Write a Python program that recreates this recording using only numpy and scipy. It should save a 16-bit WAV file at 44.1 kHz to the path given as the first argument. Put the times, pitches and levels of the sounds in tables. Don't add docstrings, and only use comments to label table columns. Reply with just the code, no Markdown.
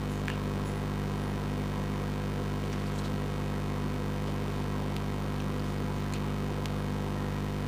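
import sys
import numpy as np
from scipy import signal
from scipy.fft import rfft, irfft, next_fast_len
from scipy.io import wavfile
from scipy.ndimage import uniform_filter1d, map_coordinates

SR = 44100
rng = np.random.default_rng(int(sys.argv[2]) if len(sys.argv) > 2 else 0)


def convert_level_to_amplitude(level_db):
    exponent = np.asarray(level_db, float) / 20
    return 10 ** exponent


def master(y):
    cut = np.clip(np.atleast_2d(y).T, -1, 1)
    pcm = np.round(cut * 32767)
    wavfile.write(sys.argv[1], SR, pcm.astype(np.int16))


N = 338247


def unit(x):
    return x / np.sqrt(np.mean(x ** 2) + 1e-20)


def wobble(rate, size=N):
    knots = rng.standard_normal(int(size * rate / SR) + 4)
    return map_coordinates(knots, [np.arange(size) * rate / SR])


def filtered(x, response):
    m = next_fast_len(len(x) + 4096)
    return irfft(rfft(x, m) * response(np.fft.rfftfreq(m, 1 / SR)), m)[:len(x)]


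def resonance(centre_hz, width_hz):
    return lambda f: 1j * f * width_hz / (centre_hz ** 2 - f * f + 1j * f * width_hz)


def shaped(points):
    hz, db = np.transpose(points)
    return lambda f: convert_level_to_amplitude(np.interp(np.log(f + 1), np.log(hz), db)) * np.sqrt(SR / 2)


def add(track, s, x):
    track[round(s * SR):][:len(x)] += x


def arch(length):
    return np.sin(np.pi * np.linspace(0, 1, round(length * SR)) ** .5) ** .65


def mains():
    # time_s, mains_hz
    drift = [(0, 49.9492), (1.4, 49.948), (3.3, 49.9469), (5, 49.9477), (7, 49.9493), (7.67, 49.9506)]
    start_cycle = .1045
    return start_cycle + np.cumsum(np.interp(np.arange(N) / SR, *np.transpose(drift))) / SR


def since(start_ms, jitter_ms):
    cycle = mains() + 1.02 - start_ms / 20
    late = jitter_ms * rng.standard_normal(int(cycle[-1]) + 1)
    return (cycle % 1 - .02) * 20 - late[cycle.astype(int)]


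def during(start_ms, length_ms):
    ms = since(start_ms, 0)
    inside = (ms > 0) & (ms < length_ms)
    return uniform_filter1d(inside.astype(float), size=12)


def buzz():
    charge_ms = [19.04, 2.0, 10.62]
    # length_ms, size_mv, skew
    charge = [(3.39, 56.5, 0.72), (3.8, -47, 0.74), (4.06, 41.5, 0.71)]
    switch_ms = [18.972, 10.653, 2.34, 5.45, 15.41, 15.585, 12.332, .58, .85, 12.028, 1.448, 12.565, 15.8]
    # size_mv, rise_ms, decay_ms, jitter_ms
    spikes = [(-108, 0.039, 0.13, 0.0023), (-69, 0.043, 0.22, 0.0024), (81.5, 0.063, 0.15, 0.0028),
              (13, 0.025, 9.1, 0.049), (18, 0.0077, 0.071, 0.0057), (36, 0.044, 0.16, 0.006),
              (-18, .012, 0.031, 0.015), (-29, 0.058, 0.2, 0.0091), (-20, 0.056, 0.15, 0.0077),
              (-26, 0.045, 0.15, 0.01), (7, 0.012, 0.26, 0.013), (-22, 0.17, 11, 0.016),
              (-11, 0.03, 0.095, 0.011)]
    needle_ms = [2.335, 12.355, 1.83, 11.82, 1.485, 11.49, 5.43, 19.37]
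    # size_mv, jitter_ms
    needles = [(-10.5, 0.016), (-12, 0.0064), (3.5, .008), (-1.5, 0.0068), (0, .008), (9, .008), (-4, .015),
               (-14.5, .01)]
    sine_mv, sine_crest_ms, needle_width_ms = 6.5, 8.19, .0094

    mv = sine_mv * np.cos(2 * np.pi * (mains() - sine_crest_ms / 20))
    for start, (length, size, skew) in zip(charge_ms, charge):
        share = np.clip(since(start, 0) / length, 0, 1)
        mv += size * np.sin(np.pi * share ** skew) ** 2
    for start, (size, rise, decay, jitter) in zip(switch_ms, spikes):
        ms = np.maximum(since(start, jitter), 0)
        mv += size * (1 - np.exp(-ms / rise)) ** 2 * np.exp(-ms / decay)
    for start, (size, jitter) in zip(needle_ms, needles):
        mv += size * np.exp(-(since(start, jitter) / needle_width_ms) ** 2)
    return (mv - mv.mean()) / 1000 * convert_level_to_amplitude(.15 * wobble(6))


def air():
    # pitch_hz, level_db per Hz
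    fan = [(15, -78), (80, -79), (130, -72.5), (220, -70.5), (480, -70), (640, -79), (1050, -73.5),
           (1400, -81.5), (2300, -87), (4000, -95), (6500, -101), (10000, -105), (14000, -109),
           (16000, -110)]
    # pitch_hz, width_hz, lift_db
    room_modes = [(189, 29, 6.5), (251.5, 17, 5.5), (325, 14, 0), (340, 13, -1.5), (412.6, 4, 9.5),
                  (437, 8.8, -19), (495, 4.4, 5.5)]

    def colour(f):
        lift = sum(lift_db / (1 + (2 * (f - hz) / width) ** 2) for hz, width, lift_db in room_modes)
        return shaped(fan)(f) * convert_level_to_amplitude(lift)

    z = signal.stft(rng.standard_normal(N + 512), nperseg=512)[2]
    patches = uniform_filter1d(rng.standard_normal(z.shape), 5, 0)
    patches = uniform_filter1d(patches, 10, 1)
    noise = signal.istft(z * convert_level_to_amplitude(1.54 * unit(patches)), nperseg=512)[1][:N]
    return filtered(unit(noise), colour) * convert_level_to_amplitude(.051 * wobble(2.7))


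def whines():
    # pitch_hz, width_hz, level_db
    whine_lines = [(13580, 8, -83), (13500, 8, -80), (15100, 28, -78), (15050, 35, -77), (14900, 40, -82),
                   (15300, 30, -80)]
    # pitch_hz, level_db per Hz
    hash_levels = [(3000, -112), (7000, -104), (11000, -106), (14200, -108), (14900, -101), (15500, -106)]
    # start_ms, length_ms
    busy = (10.6, 14.9)
    # start_ms, length_ms
    lull = (13.6, 5.3)
    lull_db = -6

    sound = filtered(rng.standard_normal(N), shaped(hash_levels)) * convert_level_to_amplitude(lull_db * during(*lull))
    for hz, width, db in whine_lines:
        sound += convert_level_to_amplitude(db) * unit(filtered(rng.standard_normal(N), resonance(hz, width)))
    return sound * (.03 + during(*busy))


def rubbed(rows, width, grit_db):
    out = np.zeros(N)
    for s, length, hz, db in rows:
        shape, band = arch(length), resonance(hz, width * hz)
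        grains = convert_level_to_amplitude(grit_db * wobble(450, size=len(shape))) * rng.standard_normal(len(shape))
        add(out, s, convert_level_to_amplitude(db) * shape * unit(filtered(grains, lambda f: band(f) ** 2)))
    return out


def scrapes():
    # start_s, length_s, centre_hz, level_db
    edge_scrapes = [(.091, .16, 6800, -59.5), (.1, .06, 10200, -60), (.298, .08, 2750, -47.5),
                    (.65, .09, 6960, -59), (2.7, .04, 4200, -59), (2.726, .017, 5500, -53),
                    (2.94, 0.079, 7100, -57), (2.986, .012, 3960, -44), (2.984, .014, 5900, -51),
                    (2.982, 0.03, 8500, -55), (3.04, 0.035, 3780, -53), (3.05, .02, 6800, -57),
                    (4.27, 0.058, 493, -43.5), (5.94, .076, 6500, -64)]
    return rubbed(edge_scrapes, width=.3, grit_db=2.5)


def contact(t60_ms):
    t = np.arange(SR // 25) / SR
    blow = .07 * rng.standard_normal(len(t)) * convert_level_to_amplitude(-60 * t / (t60_ms / 1000))
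    blow[0] = -1
    return blow


def struck(rows, ratio, high_db, width):
    out = np.zeros(N)
    for s, db, hz, t60_ms in rows:
        blow = contact(t60_ms)
        damping_hz = 4500 / t60_ms
        high_hz = ratio * hz
        low_ring = resonance(hz, width * hz + damping_hz)
        high_ring = resonance(high_hz, .78 * width * high_hz + damping_hz)
        low = filtered(blow, lambda f: low_ring(f) ** 2)
        high = filtered(blow, lambda f: high_ring(f) ** 2)
        add(out, s, convert_level_to_amplitude(db) * (low / np.abs(low).max() - convert_level_to_amplitude(high_db) * high / np.abs(high).max()))
    return out


def clicks():
    # start_s, peak_db, ring_hz, t60_ms
    end_clicks = [(.2552, -42, 7300, 4), (2.638, -35, 2700, 7.3), (2.729, -38.5, 5700, 9.7),
                  (2.799, -42, 4300, 8), (2.866, -42, 4400, 10), (3.16, -45, 4000, 8),
                  (4.9653, -28, 6400, 3), (5.36, -42, 4000, 6), (5.406, -39, 5500, 6),
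                  (5.596, -36, 4300, 6), (5.78, -46, 4600, 10), (5.968, -46, 4500, 8),
                  (6.008, -45, 4500, 10)]
    return struck(end_clicks, ratio=1.15, high_db=-4, width=.13)


def knocked(rows, modes, contact_hz):
    def body(f):
        rings = sum(convert_level_to_amplitude(level_db) * resonance(hz, width)(f) for hz, width, level_db in modes)
        return rings / (1 + 1j * f / contact_hz) ** 2

    out = np.zeros(N)
    for s, db, t60_ms in rows:
        ring = filtered(contact(t60_ms), body)
        add(out, s, convert_level_to_amplitude(db) * ring / np.abs(ring).max())
    return out


def knocks():
    # start_s, peak_db, t60_ms
    bounces = [
        (.2823, -17, 16),
        (.2945, -30, 8),
        (.3011, -19.5, 20),
    ]
    # pitch_hz, width_hz, level_db
    laid_stick = [(1060, 350, -2), (1700, 400, 3), (2350, 390, -4), (2900, 450, -6.5), (5600, 1400, -15),
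                  (7100, 1200, -11)]
    return knocked(bounces, laid_stick, contact_hz=5000)


def squeaks():
    # start_s, length_s, pitch_hz, level_db
    far_squeaks = [(.65, .12, 9870, -62), (.65, .095, 10330, -59), (.75, .09, 10330, -65),
                   (.655, .065, 15400, -67), (.665, .065, 2040, -54), (.74, .19, 1990, -58),
                   (1.18, .19, 10330, -66), (1.23, .09, 9870, -70), (6.76, .11, 10500, -70),
                   (7.16, .15, 1850, -54), (7.35, .045, 1860, -55), (7.42, .05, 2450, -60)]
    waver_hz = 30
    out = np.zeros(N)
    for s, length, hz, db in far_squeaks:
        shape = arch(length)
        pitch = hz + waver_hz * wobble(120, size=len(shape))
        tone = np.sin(2 * np.pi * np.cumsum(pitch) / SR)
        tone = tone * convert_level_to_amplitude(3 * wobble(70, size=len(shape)))
        add(out, s, convert_level_to_amplitude(db) * shape * unit(tone))
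    return out


def slides():
    # start_s, length_s, centre_hz, level_db
    card_slides = [
        (2.599, 0.58, 2700, -56),
        (2.722, .035, 3500, -51),
        (2.864, .036, 7000, -58),
        (3.036, .053, 3480, -49.5),
        (4.265, .071, 3100, -53),
        (4.5, 0.17, 2600, -55),
        (5.39, 0.045, 2800, -58),
        (5.63, .13, 4500, -58),
        (5.98, .1, 2800, -60),
        (6.14, .045, 2600, -47),
    ]
    return rubbed(card_slides, width=1.01, grit_db=2.2)


def taps():
    # start_s, peak_db, ring_hz, t60_ms
    flat_taps = [
        (2.729, -33, 2150, 18),
        (4.279, -40, 1900, 8),
        (4.481, -35, 2600, 5),
        (5.021, -45, 3200, 4),
        (5.402, -32, 2700, 8),
    ]
    return struck(flat_taps, ratio=3.7, high_db=-16, width=.36)


def snaps():
    # start_s, peak_db, ring_hz
    glue_snaps = [
        (4.9655, -17.5, 3050),
        (6.6576, -15.5, 2680),
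    ]
    width, edge_hz, edge_db = .8, 12000, -24

    out, impulse = np.zeros(N), -1. * (np.arange(400) == 0)
    for s, db, hz in glue_snaps:
        def swing_response(f):
            swing = resonance(hz, width * hz)(f) / (1 + 1j * f / 12000)
            swing = swing * 1j * f / (900 + 1j * f)
            return swing + convert_level_to_amplitude(edge_db) * resonance(edge_hz, 9000)(f)

        swing = filtered(impulse, swing_response)
        add(out, s, convert_level_to_amplitude(db) * swing / np.abs(swing).max())
    return out


def clacks():
    # start_s, peak_db, t60_ms
    stick_clacks = [
        (6.1255, -30, 10),
        (6.137, -23, 22),
        (6.141, -29, 8),
    ]
    # pitch_hz, width_hz, level_db
    held_stick = [(2440, 350, 4), (4200, 330, 2), (6800, 900, 1.5), (9200, 800, -11)]
    return knocked(stick_clacks, held_stick, contact_hz=10000)


def with_table(contacts):
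    size, t60_s = SR // 10, .19
    echo = filtered(rng.standard_normal(size), resonance(3600, 4000))
    echo = echo * convert_level_to_amplitude(-60 * np.arange(size) / SR / t60_s)
    delayed = np.pad(contacts, (60, 0))
    return contacts + convert_level_to_amplitude(-22.0) * signal.fftconvolve(delayed, echo / np.linalg.norm(echo))[:N]


def scene():
    room = buzz() + air() + whines()
    contacts = clicks() + knocks() + taps() + snaps() + clacks()
    hand = scrapes() + slides() + with_table(contacts)
    return (room + hand + squeaks())[None]


def top_cut(x):
    return signal.sosfilt(signal.butter(12, 15790, fs=SR, output="sos"), x)


def record(dry):
    top_hz = 15430
    kept = filtered(dry[0], lambda f: convert_level_to_amplitude(-30 * np.clip((f - top_hz) / 120, 0, 1)))
    return top_cut(kept[None])


dry = scene()
out = record(dry)
master(out)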